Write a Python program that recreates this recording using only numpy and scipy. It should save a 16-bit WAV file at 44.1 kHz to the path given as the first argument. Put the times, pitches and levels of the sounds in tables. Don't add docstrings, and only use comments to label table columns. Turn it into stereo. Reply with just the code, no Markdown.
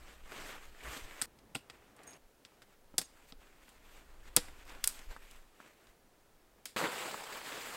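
import sys
import numpy as np
from scipy import signal
from scipy.fft import rfft, irfft, next_fast_len
from scipy.io import wavfile
from scipy.ndimage import uniform_filter1d

SR = 44100
rng = np.random.default_rng(int(sys.argv[2]) if len(sys.argv) > 2 else 0)


def to_wav(s):
    ch = np.atleast_2d(s).T
    pcm = np.round(np.clip(ch, -1, 1) * 32767)
    wavfile.write(sys.argv[1], SR, pcm.astype(np.int16))


N = 342596

# start_s [s], peak_db [dB], centre_hz [Hz], spread_oct [octaves],
# rattle_db [dB], rattle_t60_s [s], thud_db [dB]
POLE_CLACKS = [(1.2154, -19.5, 8300, 0.13, -31.5, 0.041, -65), (1.2169, -38, 3020, 0.8, -36, 0.042, -49),
               (1.2212, -16.5, 8000, 0.83, -43, 0.18, -54), (1.548, -38, 8100, 0.11, -40.5, 0.08, -70),
               (1.5519, -23.5, 2700, 0.14, -40, 0.032, -40.5), (1.5543, -31, 8000, 1, -51, 0.14, -54),
               (1.5595, -28, 3370, 0.54, -52, 0.094, -45.5), (1.6988, -33.5, 3000, 1.15, -47.5, 0.051, -55),
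               (2.45, -37, 3760, .82, -52.5, .06, -63), (2.6193, -44, 3000, 1.5, -56, .08, -64),
               (2.94, -56, 2000, 1., -64, .04, -51.5), (2.9807, -22, 6000, 1.2, -40, .02, -50),
               (2.9816, -8.5, 7200, .7, -24, .055, -40.5) , (3.0059, -45, 6000, .5, -46, .035, -53),
               (3.0142, -30, 6000, 1.2, -39, .06, -50.5), (3.3227, -36.5, 3900, 0.56, -54, 0.038, -53.5),
               (4.3641, -16, 7000, 1.4, -42, 0.015, -51.5), (4.365, -1, 10700, 0.89, -18.5, 0.029, -42),
               (4.3689, -11, 4970, 0.97, -28.5, 0.083, -29.5), (4.84, -20, 8000, 1.4, -33, .02, -77),
               (4.8415, -14, 6300, 1.4, -34, 0.025, -75), (4.8444, -16, 10000, 1.1, -42.5, 0.16, -75),
               (4.8745, -7.5, 9900, 0.5, -29, 0.027, -79), (4.8774, -15.5, 9200, 1.1, -45, .07, -75),
               (4.8837, -27, 11000, 0.77, -47, .08, -80), (4.89, -29, 8700, 0.83, -45.5, .2, -72),
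               (6.6554, -28.5, 8500, 1.6, -33, 0.023, -60), (6.6592, -32.5, 6000, 1, -49, 0.23, -68)]


def pole_clacks(mix):
    for start_s, *blow in POLE_CLACKS:
        add(mix, start_s, snap(*blow))


# start_s [s], peak_db [dB], centre_hz [Hz], spread_oct [octaves]
LIGHT_TICKS = [(.32, -36, 1700, 1.2), (.3627, -39, 2500, 0.53), (0.491, -37, 1500, 1.2),
               (0.654, -49, 6000, 1.8), (0.748, -46, 1390, 0.51), (1.1102, -38, 2280, 0.48),
               (1.3882, -50, 4500, 0.85), (1.965, -50.5, 8300, .4), (1.991, -47, 2000, 1.1),
               (2.034, -45.5, 8000, .8), (2.071, -50, 14000, .3), (2.108, -49, 12000, .6),
               (2.133, -46.5, 5600, .4), (2.166, -54, 11500, .5), (2.52, -57, 1100, 0.67),
               (3.471, -55, 1100, 0.57), (3.681, -46.5, 2000, 0.72), (3.691, -46.5, 8000, 1.3),
               (4.4841, -38.5, 1790, 1), (4.653, -52, 7000, .8), (4.678, -46, 3000, 1.5),
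               (4.695, -42, 4000, 1.2), (4.7495, -41, 2000, 1.2), (4.9913, -39.5, 4000, 1.2),
               (5.164, -35.5, 1100, 0.66), (5.3114, -43, 7000, 1.2), (5.602, -39.5, 1148, 0.47),
               (5.612, -48, 1500, 0.75), (5.627, -50, 1500, .6), (5.87, -49, 3500, 1.),
               (6.84, -20.5, 1500, 0.73), (7.143, -29.5, 1070, 0.22), (7.462, -35, 4000, 1.),
               (7.5222, -34.5, 3000, 0.46)]
TICK_RATTLE_DB, TICK_THUD_DB = -13.5, -20.5
TICK_T60_S = 0.051


def light_ticks(mix):
    for start_s, peak_db, centre_hz, spread_oct in LIGHT_TICKS:
        tick = snap(peak_db, centre_hz, spread_oct,
                    peak_db + TICK_RATTLE_DB, TICK_T60_S, peak_db + TICK_THUD_DB)
        add(mix, start_s, tick)


def snap(peak_db, centre_hz, spread_oct, rattle_db, rattle_t60_s, thud_db):
    t = np.arange(SR // 2) / SR
    pole = struck_pole(t, peak_db, centre_hz, spread_oct, rattle_db, rattle_t60_s)
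    return pole + tent_thump(t, thud_db) + tree_scatter(t, pole)


# pitch_hz [Hz], width_hz [Hz], level_db [dB]
POLE_MODES = [(1040, 710, 4.5), (1500, 420, 3.5), (2050, 460, 1), (2700, 530, -0.5), (3394, 380, -4),
              (3900, 380, -4), (4550, 700, 0), (5140, 550, 0), (5870, 740, -4), (7220, 1000, 1.5),
              (8300, 450, -3), (9540, 990, 1.5), (10800, 990, -1), (11620, 630, -4), (13000, 980, -3.5),
              (15300, 1200, -1.5)]


def struck_pole(t, peak_db, centre_hz, spread_oct, rattle_db, rattle_t60_s):
    short = t[:1024]
    pitch_hz, width_hz, level_db = np.transpose(POLE_MODES)[:, :, None]
    spread = max(spread_oct, .1)
    away = np.log2(pitch_hz / centre_hz) / spread
    damping = np.pi * width_hz * np.clip(spread_oct + .5, .3, 1)
    modes = np.exp(-damping * short) * np.sin(2 * np.pi * pitch_hz * short)
    modes[::2] *= -1
    modes *= 1 - np.exp(-short * spread / .00015)
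    blow = (amp(level_db - np.minimum(6 * away ** 2, 24)) * modes).sum(0)
    body = (amp(level_db - np.minimum(3 * away ** 2, 14)) * modes).sum(0)
    chatter = signal.oaconvolve(rng.standard_normal(len(t)), body)[:len(t)]
    fade = amp(rattle_db - 60 * t / rattle_t60_s)
    pole = fade * evened(chatter) * np.minimum(t / .0012, 1)
    pole[:1024] += amp(peak_db) * blow / abs(blow).max()
    return pole


# pitch_hz [Hz], level_db [dB], t60_s [s]
TENT_MODES = [(128, -3.5, 0.053), (193, -6, .07), (230, -5.5, .06), (288.5, -2.5, 0.087), (385, -6, .05),
              (507, -5, 0.08), (634, -5.5, 0.052), (798, -3.5, 0.052), (1050, -3.5, .035), (1328, -3, .035)]


def tent_thump(t, thud_db):
    thump = np.zeros(len(t))
    for pitch_hz, level_db, t60_s in TENT_MODES:
        fade = amp(level_db + 1.8 * rng.standard_normal() - 60 * t / t60_s)
        cycles = pitch_hz * rng.uniform(0.93, 1.05) * t + rng.random()
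        thump += fade * np.sin(2 * np.pi * cycles)
    return amp(thud_db) * thump * np.minimum(t / 0.0019, 1)


TREES_DB, TREES_HZ, TREES_T60_S = -25.5, 6000, .32


def tree_scatter(t, pole):
    echo = signal.lfilter(*signal.butter(1, TREES_HZ, fs=SR), rng.standard_normal(len(t)))
    echo = echo * amp(-60 * t / TREES_T60_S) * np.clip(t / 0.022, 0, 1)
    return amp(TREES_DB) * signal.fftconvolve(pole, echo / np.linalg.norm(echo))[:len(t)]


# mode_1_db, mode_2_db, mode_3_db [dB]
TAB_KNOCKS = [(2.068, .015, -62, -59, -69), (2.075, 0.032, -55, -53, -71), (2.096, 0.0096, -76, -57, -75),
              (2.104, 0.041, -54.5, -62, -72), (2.114, 0.015, -70, -70, -68), (2.134, .014, -68, -75, -65),
              (2.15, .025, -69, -79, -74), (3.035, .025, -57, -75, -74), (3.043, 0.014, -70, -56, -78)]


def tab_jingles(mix):
    for start_s, *knock in TAB_KNOCKS:
        add(mix, start_s, jingle(*knock))


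# pitch_hz [Hz], t60_s [s]
TAB_MODES = [(6580, 0.35), (8720, 0.11), (10800, 0.15)]


def jingle(free_s, *levels_db):
    t = np.arange(SR // 10) / SR
    stilled = amp(-1500 * np.maximum(t - free_s, 0)) * np.minimum(t / 0.00093, 1)
    shakes = evened(uniform_filter1d(rng.standard_normal((len(TAB_MODES), len(t))), 200, 1))
    ring = np.zeros(len(t))
    for (pitch_hz, t60_s), level_db, shake in zip(TAB_MODES, levels_db, shakes):
        fade = amp(level_db + 2.3 * shake - 60 * t / t60_s)
        ring += fade * np.sin(2 * np.pi * (pitch_hz * t + rng.random()) + 0.87 * shake)
    return stilled * ring


# pitch_hz [Hz], level_db [dB per Hz]
SLEEVE_COLOUR = [(59, -36.5), (100, -5.5), (166, -7.5), (288, -1.5), (379, -2.5), (829, -3), (1560, -2.5),
                 (2400, -4), (5570, -15.5), (7980, -12), (10100, -22.5), (12400, -17), (15700, -26)]
# pitch_hz [Hz], level_db [dB per Hz]
FLY_COLOUR = [(59, -39), (100, -12.5), (327, -4), (371, -4), (449, 0.5), (686, -2.5), (847, -0.5),
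              (1890, -4), (4800, -11), (5690, -17), (7810, -10.5), (9450, -19), (15700, -21)]
CRACKLES_PER_S, CRACKLE_DB, CRACKLE_HZ = 700, -11.5, 3490


def nylon():
    level, bright_db = motion()
    clumps = amp(2.0 * evened(uniform_filter1d(rng.standard_normal(N), 500)))
    size = amp(3.1 * np.minimum(rng.exponential(1, N), 4)) * rng.choice([-1., 1.], N)
    crackle = size * (rng.random(N) < clumps * CRACKLES_PER_S / SR)
    crackle = signal.lfilter(*signal.butter(2, CRACKLE_HZ, fs=SR), crackle)
    hiss = rng.standard_normal(N) * np.sqrt(clumps)
    rubbing = hiss + amp(CRACKLE_DB) * evened(crackle)
    before_fly = np.arange(N) < CUTS_S[-1] * SR
    cloth = np.where(before_fly, tinted(rubbing, SLEEVE_COLOUR), tinted(rubbing, FLY_COLOUR))
    hz, t, z = signal.stft(cloth, SR, nperseg=256)
    grain = uniform_filter1d(rng.standard_normal(z.shape[::-1]), 10, 0)
    patches = evened(uniform_filter1d(grain, 5, 1)).T
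    octaves = np.log2((hz[:, None] + 100) / 1500)
    z = z * amp(1.6 * patches + octaves * np.interp(t, np.arange(N) / SR, bright_db))
    return level * signal.istft(z, SR, nperseg=256)[1][:N]


# peak_s [s], level_db [dB],
# rise_s to swell 10 dB [s], fall_s to fade 10 dB [s], bright_db [dB per octave]
NYLON_SWISHES = [(0.115, -58.0, 0.196, 0.054, 0.0), (0.371, -49.0, 0.092, 0.102, 0.0),
                 (0.487, -47.5, 0.088, 0.097, 0.5), (0.645, -59.0, 0.04, 0.084, 0.5),
                 (0.89, -48.5, 0.093, 0.157, 0.0), (0.951, -49.0, 0.092, 0.084, 2.0),
                 (1.216, -54.0, 0.214, 0.1, 0.5), (1.747, -62.5, 0.052, 0.031, -0.5),
                 (1.889, -65.0, 0.176, 0.032, -1.0), (2.09, -58.0, 0.14, 0.14, -2.5),
                 (2.524, -72.5, 0.121, 0.108, 0.0), (2.731, -69.0, 0.082, 0.02, 0.0),
                 (3.248, -66.0, 0.245, 0.02, 0.5), (3.299, -65.5, 0.031, 0.022, 4.0),
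                 (3.414, -65.5, 0.027, 0.154, 0.0), (3.689, -64.5, 0.175, 0.159, 1.0),
                 (3.857, -64.0, 0.026, 0.073, 1.0), (3.967, -59.0, 0.086, 0.064, 0.5),
                 (4.09, -66.5, 0.095, 0.193, 0.0), (4.282, -59.5, 0.065, 0.024, 0.0),
                 (4.44, -56.0, 0.108, 0.104, 0.0), (4.614, -59.5, 0.098, 0.037, 0.0),
                 (4.693, -54.5, 0.029, 0.072, 0.5), (4.75, -58.0, 0.024, 0.124, -1.5),
                 (4.956, -57.0, 0.209, 0.114, 2.0), (5.117, -54.0, 0.026, 0.042, 0.0),
                 (5.333, -62.5, 0.264, 0.105, 1.5), (5.665, -62.5, 0.144, 0.077, 0.0),
                 (5.884, -69.0, 0.226, 0.058, 1.0), (6.586, -70.5, 0.02, 0.02, -5.5),
                 (6.765, -35.0, 0.05, 0.126, -0.5), (6.839, -36.5, 0.024, 0.05, -2.5),
                 (6.99, -43.0, 0.223, 0.296, 0.5), (7.377, -49.0, 0.141, 0.035, 1.5),
                 (7.477, -46.5, 0.065, 0.281, 0.5), (7.731, -45.5, 0.195, 0.148, 1.0)]
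# level_db [dB], bright_db [dB per octave]
RUSTLES = [(-69, 1.4), (-72, -6), (-80.5, -1.5), (-52.5, 0.7)]


def motion():
    *shape, bright_db = np.transpose(NYLON_SWISHES)
    bells = swells(*shape)
    passage = np.searchsorted(CUTS_S, np.arange(N) / SR)
    home = np.searchsorted(CUTS_S, shape[0])
    powers, tilts = [], []
    for k, (rustle_db, rustle_bright_db) in enumerate(RUSTLES):
        own = home == k
        rustle = amp(2 * rustle_db)
        powers.append(joined(bells[own]) + rustle)
        tilts.append(joined(bells[own], bright_db[own, None]) + rustle * rustle_bright_db)
    power = np.choose(passage, powers)
    return np.sqrt(power), np.choose(passage, tilts) / power


# time_s [s], level_db [dB], flutter_db [dB against level_db]
WIND_GUSTS = [(0, -49, -10.5), (.13, -68, 5), (.33, -54, -20), (.6, -53.5, -13), (1.2, -61, -13),
              (1.27, -73, 2), (2.1, -81, 4), (2.75, -69.5, -12), (2.9, -65, -9.5), (3.05, -71, -2),
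              (3.3, -58.5, -15), (3.5, -64.5, -12), (4, -57.5, -12.5), (4.4, -53.5, -5), (4.65, -57.5, -8),
              (5.0, -50.5, -22), (5.5, -57, -22), (5.62, -76.5, -4.5), (6.1, -66.5, -14), (6.6, -71.5, -5),
              (7.1, -77, -2), (7.77, -73, 1)]
# peak_s [s], lump_db [dB], flutter_db [dB]
WIND_BUFFETS = [(.26, -51, -62), (.69, -62, -55.5), (.885, -51, -47), (1.045, -47, -53), (2.25, -63, -85),
                (3.39, -60, -70), (4.5, -56, -49), (4.86, -44.5, -60), (5.09, -38, -55),
                (5.89, -55.5, -85.5), (6.35, -56.5, -80)]
# pitch_hz [Hz], level_db [dB per Hz]
LUMP_COLOUR = [(7.6, -28.5), (13, 7), (25, -1.5), (35, -12.5), (50, -18.5), (65, -50), (110, -120)]
# pitch_hz [Hz], level_db [dB per Hz]
FLUTTER_COLOUR = [(25, -39.5), (45, 5), (80, -8), (130, -17.5), (200, -54)]
BUFFET_S = .03


def wind():
    time_s, *columns = np.transpose(WIND_GUSTS)
    level_db, flutter_db = (np.interp(np.arange(N) / SR, time_s, c) for c in columns)
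    peak_s, *buffet_db = np.transpose(WIND_BUFFETS)
    push, shake = (np.sqrt(joined(swells(peak_s, db, BUFFET_S, BUFFET_S))) for db in buffet_db)
    lumps, flutter = rng.standard_normal((2, N))
    lumps = np.hypot(amp(level_db), push) * tinted(lumps, LUMP_COLOUR)
    flutter = np.hypot(amp(level_db + flutter_db), shake) * tinted(flutter, FLUTTER_COLOUR)
    return lumps + flutter


# pitch_hz [Hz], level_db [dB per Hz]
WOODS_COLOUR = [(41, -35), (70, -5), (222, -2), (410, -0.5), (926, -7), (1080, -10), (1360, -9.5),
                (2560, -15.5), (13400, -21), (15700, -20)]
WOODS_DB = -68


def woods():
    return amp(WOODS_DB) * tinted(rng.standard_normal(N), WOODS_COLOUR)


# pitch_hz [Hz], level_db [dB per Hz]
APART_COLOUR = [(18, -37.5), (30, 2), (257, 4), (1610, -17.5), (2320, -19), (3920, -19), (15700, -7)]
APART_DB = -83.5


def channel_hiss():
    return amp(APART_DB) * tinted(rng.standard_normal(N), APART_COLOUR)


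def amp(db):
    return 10 ** (np.asarray(db) / 20)


def evened(x):
    return x / np.sqrt(np.mean(x ** 2) + 1e-20)


def read(points, hz):
    f, value = np.transpose(points)
    return np.interp(np.log(hz + 1), np.log(f + 1), value)


def tinted(x, points):
    size = next_fast_len(len(x))
    gain = amp(read(points, np.fft.rfftfreq(size, 1 / SR)))
    return evened(irfft(rfft(x, size) * gain, size)[:len(x)])


def swells(peak_s, level_db, rise_s, fall_s):
    dt = np.arange(0, N + 64, 64) / SR - np.asarray(peak_s)[:, None]
    span = np.where(dt < 0, np.reshape(rise_s, (-1, 1)), np.reshape(fall_s, (-1, 1)))
    drop_db = 10 * (np.sqrt(1 + 3 * (dt / np.maximum(span, .01)) ** 2) - 1)
    return amp(np.asarray(level_db)[:, None] - drop_db)


def joined(rows, weights=1):
    return np.interp(np.arange(N), np.arange(rows.shape[1]) * 64, (weights * rows ** 2).sum(0))


CUTS_S = [1.2585, 2.176, 6.7625]


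def add(mix, start_s, sound):
    end = min([round(c * SR) for c in CUTS_S if c > start_s] + [N])
    part = mix[round(start_s * SR):end][:len(sound)]
    part += sound[:len(part)]


def scene():
    mid = nylon() + woods() + wind()
    pole_clacks(mid)
    light_ticks(mid)
    tab_jingles(mid)
    side = channel_hiss()
    return np.array([mid + side, mid - side])


EDGE_HZ = 15900


def record(dry):
    low_pass = signal.firwin(511, EDGE_HZ, window=("kaiser", 9), fs=SR)
    return signal.oaconvolve(dry, low_pass[None], "same")


dry = scene()
out = record(dry)
to_wav(out)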